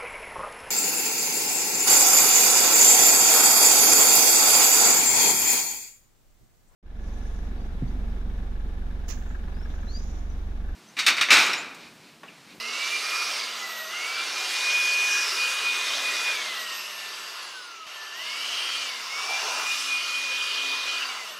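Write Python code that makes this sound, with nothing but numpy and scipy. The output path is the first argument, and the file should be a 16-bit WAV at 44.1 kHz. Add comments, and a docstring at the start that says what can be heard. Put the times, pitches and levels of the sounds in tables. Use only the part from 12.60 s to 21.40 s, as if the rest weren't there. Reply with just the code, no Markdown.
"""Outdoors on a tiled metal roof, a cordless blower dries the tiles, its trigger squeezed and eased.
The nine-bladed fan whines over air that howls at the intake, rushes through duct and nozzle and roars
on the tiles. Pitch and loudness ride the shaft speed; at low speed a thin squeal comes out, probably
from a bearing. Partway through, the speed leaps up at once with a soft thump."""
import sys
import numpy as np
from scipy import signal
from scipy.fft import rfft, irfft
from scipy.io import wavfile
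from scipy.ndimage import uniform_filter1d

SR = 44100
rng = np.random.default_rng(int(sys.argv[2]) if len(sys.argv) > 2 else 0)


def log_audio(samples):
    """Write samples as a 16-bit WAV file to the path given in sys.argv[1]."""
    # one column per channel
    frames = np.atleast_2d(samples).T
    # limit to full scale, then quantise
    limited = np.clip(frames, -1, 1)
    pcm = np.round(limited * 32767).astype(np.int16)
    wavfile.write(sys.argv[1], SR, pcm)


N = 388006
HOP = 256
TIME = np.arange(N) / SR
FRAMES = np.arange(N // HOP + 5) * HOP / SR
BINS = np.fft.rfftfreq(4 * HOP, 1 / SR)
START_HZ, FULL_HZ, COAST_HZ = 219.3, 273.3, 70.5  # turns per second: at first, flat out, coasting target
SPIN_UP_S, COAST_S = 0.195, 0.78  # motor lag with the trigger squeezed and let go
CUT_S, LEAP_HZ, LEAP_TRIM_DB = 5.266, 199.5, -2.8  # the leap: when, to what speed, trim from then on
AIR_LAW_DB, WHINE_LAW_DB, HUM_LAW_DB = 55, 63, 37  # growth per tenfold shaft speed


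def amp(db):
    """Decibels to gain."""
    return 10 ** (np.asarray(db) / 20)


def unit(x):
    """Scales to rms 1."""
    return x / np.sqrt(np.mean(x ** 2) + 1e-20)


def follow(rows, at):
    """Every column of an automation curve, read at the given points."""
    knots, *columns = np.transpose(rows)
    return [np.interp(at, knots, column) for column in columns]


def colour(points):
    """An EQ curve in dB on the bins."""
    hz, db = np.transpose(points)
    return np.interp(np.log(BINS + 1), np.log(hz), db)


def bell(hz, centre_hz, width_hz):
    """The shape of a resonance, 1 at its centre."""
    return 1 / (1 + (2 * (hz - centre_hz) / width_hz) ** 2)


def swept_bell(rows, width_hz):
    """The lift in dB of one moving resonance, frames by bins."""
    hz, lift = follow(rows, FRAMES)
    return lift[:, None] * bell(BINS, hz[:, None], width_hz)


def wander(rate_hz):
    """Smooth random modulation of rms 1, moving up to about the given rate."""
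    hz = np.fft.rfftfreq(N, 1 / SR)
    return unit(irfft(rfft(rng.standard_normal(N)) * np.exp(-(hz / rate_hz) ** 2), N))


def patches(frames, bins):
    """Random lumps of rms 1 in time and frequency."""
    field = rng.standard_normal((len(FRAMES), len(BINS)))
    return unit(uniform_filter1d(uniform_filter1d(field, frames, axis=0), bins, axis=1))


def noise(db):
    """Noise of rms 1 whose spectrum in dB may change from frame to frame."""
    real, imag = rng.standard_normal((2, len(FRAMES), len(BINS)))
    spectrum = (real + 1j * imag) * amp(db)
    return unit(signal.istft(spectrum.T, nperseg=4 * HOP, noverlap=3 * HOP)[1][:N])


# Colour of the outdoor bed. Each row: frequency in Hz, relative level in dB.
OUTDOOR_EQ = [(20, -16), (60, -3), (120, -9), (300, 7.5), (1000, 6), (4000, -79), (16000, -46)]

def outdoors():
    """A faint, dull bed of noise, independent left and right."""
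    return amp(-65) * np.array([noise(colour(OUTDOOR_EQ)) for _ in range(2)])


def thump():
    """One soft, low push and pull as the speed leaps."""
    angle = 2 * np.pi * 170 * (TIME - CUT_S)
    return amp(-59) * angle * np.exp((1 - angle ** 2) / 2)


# Trigger moves. Each row: start in seconds, target speed in turns per second, lag in seconds.
TRIGGER_MOVES = [(0, FULL_HZ, SPIN_UP_S), (.7, 202, .27), (1.276, FULL_HZ, SPIN_UP_S), (3.72, 194, .22),
                 (4.79, COAST_HZ, COAST_S), (CUT_S, 185, .5), (5.527, FULL_HZ, SPIN_UP_S),
                 (6.21, COAST_HZ, COAST_S), (6.43, FULL_HZ, SPIN_UP_S), (8.416, COAST_HZ, COAST_S)]

def shaft_speed(t):
    """Turns per second: after each trigger move the motor glides towards its new speed."""
    speed, start_hz = np.zeros(len(t)), START_HZ
    ends = [row[0] for row in TRIGGER_MOVES[1:]] + [t[-1]]
    for (start, target_hz, lag), end in zip(TRIGGER_MOVES, ends):
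        if start == CUT_S:
            start_hz = LEAP_HZ
        after = t >= start
        speed[after] = target_hz + (start_hz - target_hz) * np.exp(-(t[after] - start) / lag)
        start_hz = target_hz + (start_hz - target_hz) * np.exp(-(end - start) / lag)
    return speed


def drive(law_db):
    """Gain that rides a power of the shaft speed, trimmed from the leap on."""
    return amp(law_db * np.log10(shaft_speed(TIME) / FULL_HZ) + LEAP_TRIM_DB * (TIME >= CUT_S))


# Where the squeal speaks. Each row: shaft speed in turns per second, level before the leap in dB.
SQUEAL_LEVELS = [(150, -82), (157, -59), (190, -57), (213, -49), (226, -56), (250, -84)]

def squeal():
    """A thin, unsteady tone, probably a bearing, shaken once a turn; fainter after the leap."""
    speed = shaft_speed(TIME)
    level_db, = follow(SQUEAL_LEVELS, speed)
    knee_hz = 190  # above this shaft speed the pitch climbs more slowly
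    hz = 59.7 * np.minimum(speed, knee_hz) + 27 * np.maximum(speed - knee_hz, 0)
    shake = 0.41 * np.sin(2 * np.pi * np.cumsum(speed) / SR)
    phase = 2 * np.pi * np.cumsum(hz + 45 * wander(20) + 65 * wander(430)) / SR
    flutter = amp(1.6 * wander(120) + 2.9 * wander(16))
    return amp(level_db - 5 * (TIME >= CUT_S)) * unit(flutter * np.sin(phase + shake))


# Air resonances of casing and tube. Each row: centre in Hz, width in Hz, lift in dB.
CASING_RESONANCES = [(402, 165, 6), (628, 52, 4), (1041, 130, 8.5), (1263, 115, 3.5), (1380, 74, 5.5),
                     (1687, 320, 5.5), (1850, 144, -3), (2083, 130, -2), (2670, 110, 2.5), (2800, 90, 3),
                     (2905, 100, 3), (3180, 150, 3), (3520, 140, 2), (3980, 150, 2), (4680, 330, 3),
                     (5460, 310, 2), (6320, 400, 2.5), (7770, 530, 1), (10050, 400, 1.5)]

def airflow(db, drift_db, eddy_db, comb_db):
    """Turbulence coloured by the casing; eddies make it flicker and roof reflections comb it."""
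    db = db + sum(lift * bell(BINS, hz, width) for hz, width, lift in CASING_RESONANCES)
    db = db - 10 * np.log10(np.sum(amp(db) ** 2, axis=1, keepdims=True))  # equal power in each frame
    drift = drift_db * patches(frames=36, bins=10)
    comb = comb_db * patches(frames=20, bins=3)
    eddies = eddy_db * patches(frames=6, bins=36)
    return noise(db + drift + comb + eddies)


# The howl's two humps. Each row: frequency in Hz, relative level in dB.
HOWL_EQ = [(2300, -25), (2550, -10), (2660, -3), (2820, 0), (2930, -1), (3040, -4), (3170, -2), (3270, -6),
           (3380, -16), (3700, -28)]
# The intake turning. Each row: time in seconds, relative level in dB, favoured frequency in Hz.
HOWL_MOVES = [(0.0, -32.5, 2600), (0.38, -35.5, 2620), (0.46, -50, 2800), (1.2, -45, 2950),
              (1.37, -33, 2780), (1.86, -42, 2690), (2.19, -38.5, 3100), (2.76, -37.5, 2750),
              (2.89, -35, 2980), (3.65, -47, 2960), (3.91, -35, 3220), (4.25, -32, 2650), (4.85, -38, 2720),
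              (6.11, -26.5, 3190), (6.47, -37.5, 2800), (7.33, -30, 2880), (7.63, -35.5, 3235),
              (7.92, -28, 3100), (8.25, -39, 3320), (8.42, -28, 2830), (8.63, -36.5, 2820),
              (8.79, -31.0, 2900)]

def intake_howl():
    """Air howls into the intake; which hump leads changes as the intake turns."""
    level_db, _ = follow(HOWL_MOVES, TIME)
    _, centre_hz = follow(HOWL_MOVES, FRAMES)
    favour_db = 20 * np.log10(bell(BINS, centre_hz[:, None], width_hz=660))
    howl = airflow(colour(HOWL_EQ) + favour_db, drift_db=0.5, eddy_db=1.55, comb_db=1.5)
    return drive(AIR_LAW_DB) * amp(level_db - 1.43) * howl


# Faders that follow the tool's aim. Each row: time in seconds, relative jet, duct and hiss levels in dB.
AIR_FADERS = [(0.0, -46, -39.5, -30.5), (0.69, -45, -34, -29), (1.19, -43.5, -36, -31.5),
              (1.86, -43.5, -38, -30.0), (1.94, -43.5, -38.5, -28.5), (2.12, -45, -35.5, -28.0),
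              (2.38, -44.5, -36.5, -29), (2.58, -46, -34, -26.0), (3.06, -45.5, -34.0, -30.5),
              (3.27, -43.5, -34.5, -29.0), (5.58, -41.5, -34, -31.0), (5.72, -45, -35.5, -29.5),
              (6.51, -45, -33.5, -29.0), (6.71, -35, -30.5, -27.5), (7.01, -36.5, -30.5, -28),
              (7.12, -47, -35, -26), (7.39, -47.5, -36.5, -30), (8.0, -47, -34, -29),
              (8.08, -45.5, -37, -27.5), (8.79, -41, -33, -32.5)]
# Colours of jet, duct and nozzle hiss. Each row: frequency in Hz, relative level in dB.
JET_EQ = [(40, -40), (100, -31), (150, -26), (210, -13), (300, -7), (400, -2), (520, -1.5), (700, 3.5),
          (900, 2.5), (1200, 0.5), (1800, -23.5), (4000, -23)]
DUCT_EQ = [(500, -59), (850, -10.5), (1020, -7.5), (1300, -1), (1550, -4.5), (2000, -7.5), (2400, -1.5),
           (2800, -1), (3500, -30.5), (6000, -31)]
NOZZLE_EQ = [(1200, -36), (2000, 3), (2800, -5), (3350, -1.5), (3550, 1), (4200, -1.5), (4800, 0),
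             (5800, -3), (7000, -7.5), (8800, -12.5), (10400, -14.5), (12500, -19.5), (15700, -32.5)]
# Moving resonances of the gap between nozzle and tiles, the duct and the nozzle.
# Each row: time in seconds, centre in Hz, lift in dB.
GAP_SWEEP = [(.3, 430, 5), (.9, 600, 2), (2.4, 420, 1.5), (2.95, 576, 3.5), (5.1, 387, 2), (6.4, 880, 0),
             (6.75, 770, 15), (7.1, 810, 2), (7.55, 480, 6), (8.3, 550, 3), (8.7, 960, 4)]
DUCT_SWEEP = [(.7, 1220, 6.9), (1.4, 1420, 6), (2.5, 1710, 7), (3.1, 1580, 2.3), (3.5, 1350, 5),
              (4.2, 2100, 3.6), (5.9, 1750, 1.5), (6.3, 1060, 3), (7, 1290, 2.2), (8.7, 1010, 1.6)]
NOZZLE_SWEEP = [(.1, 5030, 6), (.35, 5400, -3.5), (.55, 5800, 2.5), (1.1, 4800, -4.5), (2.45, 5900, 2),
                (2.58, 5640, 11), (2.78, 5170, 6), (2.9, 5000, -1), (3.15, 3730, 3), (4, 3600, 4.5),
                (4.3, 4960, -0.5), (4.9, 4550, 5), (5.3, 5200, -1.5), (6.1, 4360, 1), (7, 5970, 8.5),
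                (7.3, 5270, 1), (7.55, 3400, 0.5), (8.2, 3850, 7), (8.7, 5260, -1)]
# The hiss brightens and dulls with the nozzle's aim. Each row: time in seconds, treble lift in dB.
HISS_SHELF = [(0, -2), (.6, 0), (1.4, -2.5), (2.4, 1.5), (3.5, 1.5), (4.8, 0.5), (5.3, -3), (6.2, 0),
              (7.1, 1.5), (8.2, -1.5), (8.8, -0.5)]

def air_rush():
    """The jet roars on the tiles, the duct rushes and the nozzle hisses, swelling with shaft speed."""
    jet_db, duct_db, hiss_db = follow(AIR_FADERS, TIME)
    speed = shaft_speed(FRAMES)[:, None]
    # at low speed a sizzle near forty times the shaft rate stands out of the hiss
    slowness = np.clip((250 - speed) / 50, 0, 1)
    sizzle_db = 6 * slowness * bell(BINS, 40 * speed, width_hz=0.88 * speed)
    treble_db = follow(HISS_SHELF, FRAMES)[0] + 0.45 * np.interp(FRAMES, TIME, wander(14))
    shelf_db = np.outer(treble_db, np.clip((BINS - 5500) / 2500, 0, 1))
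    jet_eq = colour(JET_EQ) + swept_bell(GAP_SWEEP, width_hz=280)
    duct_eq = colour(DUCT_EQ) + swept_bell(DUCT_SWEEP, width_hz=270)
    hiss_eq = colour(NOZZLE_EQ) + swept_bell(NOZZLE_SWEEP, width_hz=1000) + shelf_db + sizzle_db
    jet = amp(jet_db + 0.65) * airflow(jet_eq, drift_db=0.94, eddy_db=-0.2, comb_db=2.0)
    duct = amp(duct_db - 0.12) * airflow(duct_eq, drift_db=1.7, eddy_db=0.64, comb_db=1.0)
    hiss = amp(hiss_db - 0.96) * airflow(hiss_eq, drift_db=1.1, eddy_db=1.0, comb_db=1.73)
    return drive(AIR_LAW_DB) * (jet + duct + hiss)


# The once-a-turn hum as the casing turns. Each row: time in seconds, relative level in dB.
HUM_FADER = [(0, -58), (.6, -73), (.95, -58), (1.4, -65.5), (2.6, -69.5), (3.4, -58.5), (4.1, -62.5),
             (5.3, -68), (6.1, -62.5), (6.5, -66.5), (7.3, -58), (8.5, -59.5)]
# Relative levels in dB of the hum's second and third harmonics.
HUM_OVERTONES_DB = [-63, -63.5]

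def shaft_hum(speed, angle):
    """Three shaft harmonics; any that passes through the tube's resonance blooms."""
    hum = 0
    for k, db in enumerate(follow(HUM_FADER, TIME) + list(HUM_OVERTONES_DB), 1):
        tube_db = 14.3 * bell(k * speed, centre_hz=638, width_hz=70)
        bass_loss_db = 10 * np.log10(1 + (185 / (k * speed)) ** 16)  # a small casing radiates few lows
        gain = amp(db + tube_db - bass_loss_db + 2.6 * wander(4.1))
        hum = hum + gain * np.sin(k * (angle + 0.29 * wander(51)))  # higher harmonics shake more
    return drive(HUM_LAW_DB) * hum


BLADES = 9
# The blade tone beams as the tool swings about. Each row: time in seconds, relative level in dB.
WHINE_FADER = [(0, -37), (.46, -31), (.98, -46), (1.04, -36.5), (1.95, -38), (2.08, -22.5), (2.59, -24),
               (2.72, -40), (2.87, -27), (2.92, -39), (3.08, -24), (3.33, -41), (3.46, -31), (4.69, -46),
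               (5.23, -23), (5.28, -36), (5.65, -34.5), (5.9, -47), (6.17, -38), (6.5, -35), (6.72, -30),
               (6.95, -38), (7.08, -26), (7.2, -39.5), (7.33, -25), (7.44, -30), (7.6, -25.5), (7.9, -33.5),
               (8.1, -27.5), (8.37, -33), (8.43, -42), (8.62, -34), (8.79, -51)]

def blade_whine(angle):
    """The blade tone and its octave; the tone beats with its glance off the roof and flickers."""
    whine_db, = follow(WHINE_FADER, TIME)
    glance_db = np.minimum(whine_db - 3, -37)
    glance = amp(glance_db) * (wander(10.6) + 1j * wander(10.6)) / np.sqrt(2)
    direct = amp(whine_db - 1 + 1.1 * wander(41))
    phase = BLADES * angle + 0.048 * wander(150)
    tone = np.imag((direct + glance) * np.exp(1j * phase))
    octave = amp(whine_db - 27.0 + 4.7 * wander(9.2)) * np.sin(2 * BLADES * angle)
    return drive(WHINE_LAW_DB) * (tone + octave)


def fan():
    """Whine and hum locked to one turning shaft; uneven inflow makes them tremble."""
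    speed = shaft_speed(TIME)
    tremble = 1 + 0.00055 * wander(37) + 0.001375 * wander(2.98)
    angle = 2 * np.pi * np.cumsum(speed * tremble) / SR
    return np.sqrt(2) * (blade_whine(angle) + shaft_hum(speed, angle))


def roof_scatter(blower):
    """The side signal: faint, short reflections off roof and scaffold, and width in the treble."""
    t = np.arange(SR // 16) / SR
    taps = rng.standard_normal(len(t)) * np.exp(-t / 0.012)
    echo = signal.fftconvolve(blower, taps / np.linalg.norm(taps))[:N]
    return amp(-36.5) * echo + amp(-30.5) * np.gradient(blower)


def scene():
    """The blower drifts from a little right to the middle, over the outdoor bed."""
    low_cut = signal.butter(2, 97, "high", fs=SR, output="sos")
    air = signal.sosfilt(low_cut, air_rush() + intake_howl())
    blower = air + fan() + squeal() + thump()
    pan_db = -0.1 - 2.9 * np.exp(-TIME / 1.35)  # left against right
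    side = roof_scatter(blower)
    left = blower * amp(pan_db / 2) + side
    right = blower * amp(-pan_db / 2) - side
    return np.array([left, right]) + outdoors()


def record(dry):
    """A steep high cut takes off the very top."""
    high_cut = signal.firwin(1023, 15780, window=("kaiser", 9), fs=SR)
    return signal.oaconvolve(dry, high_cut[None], "same")


dry = scene()
out = record(dry)
log_audio(out)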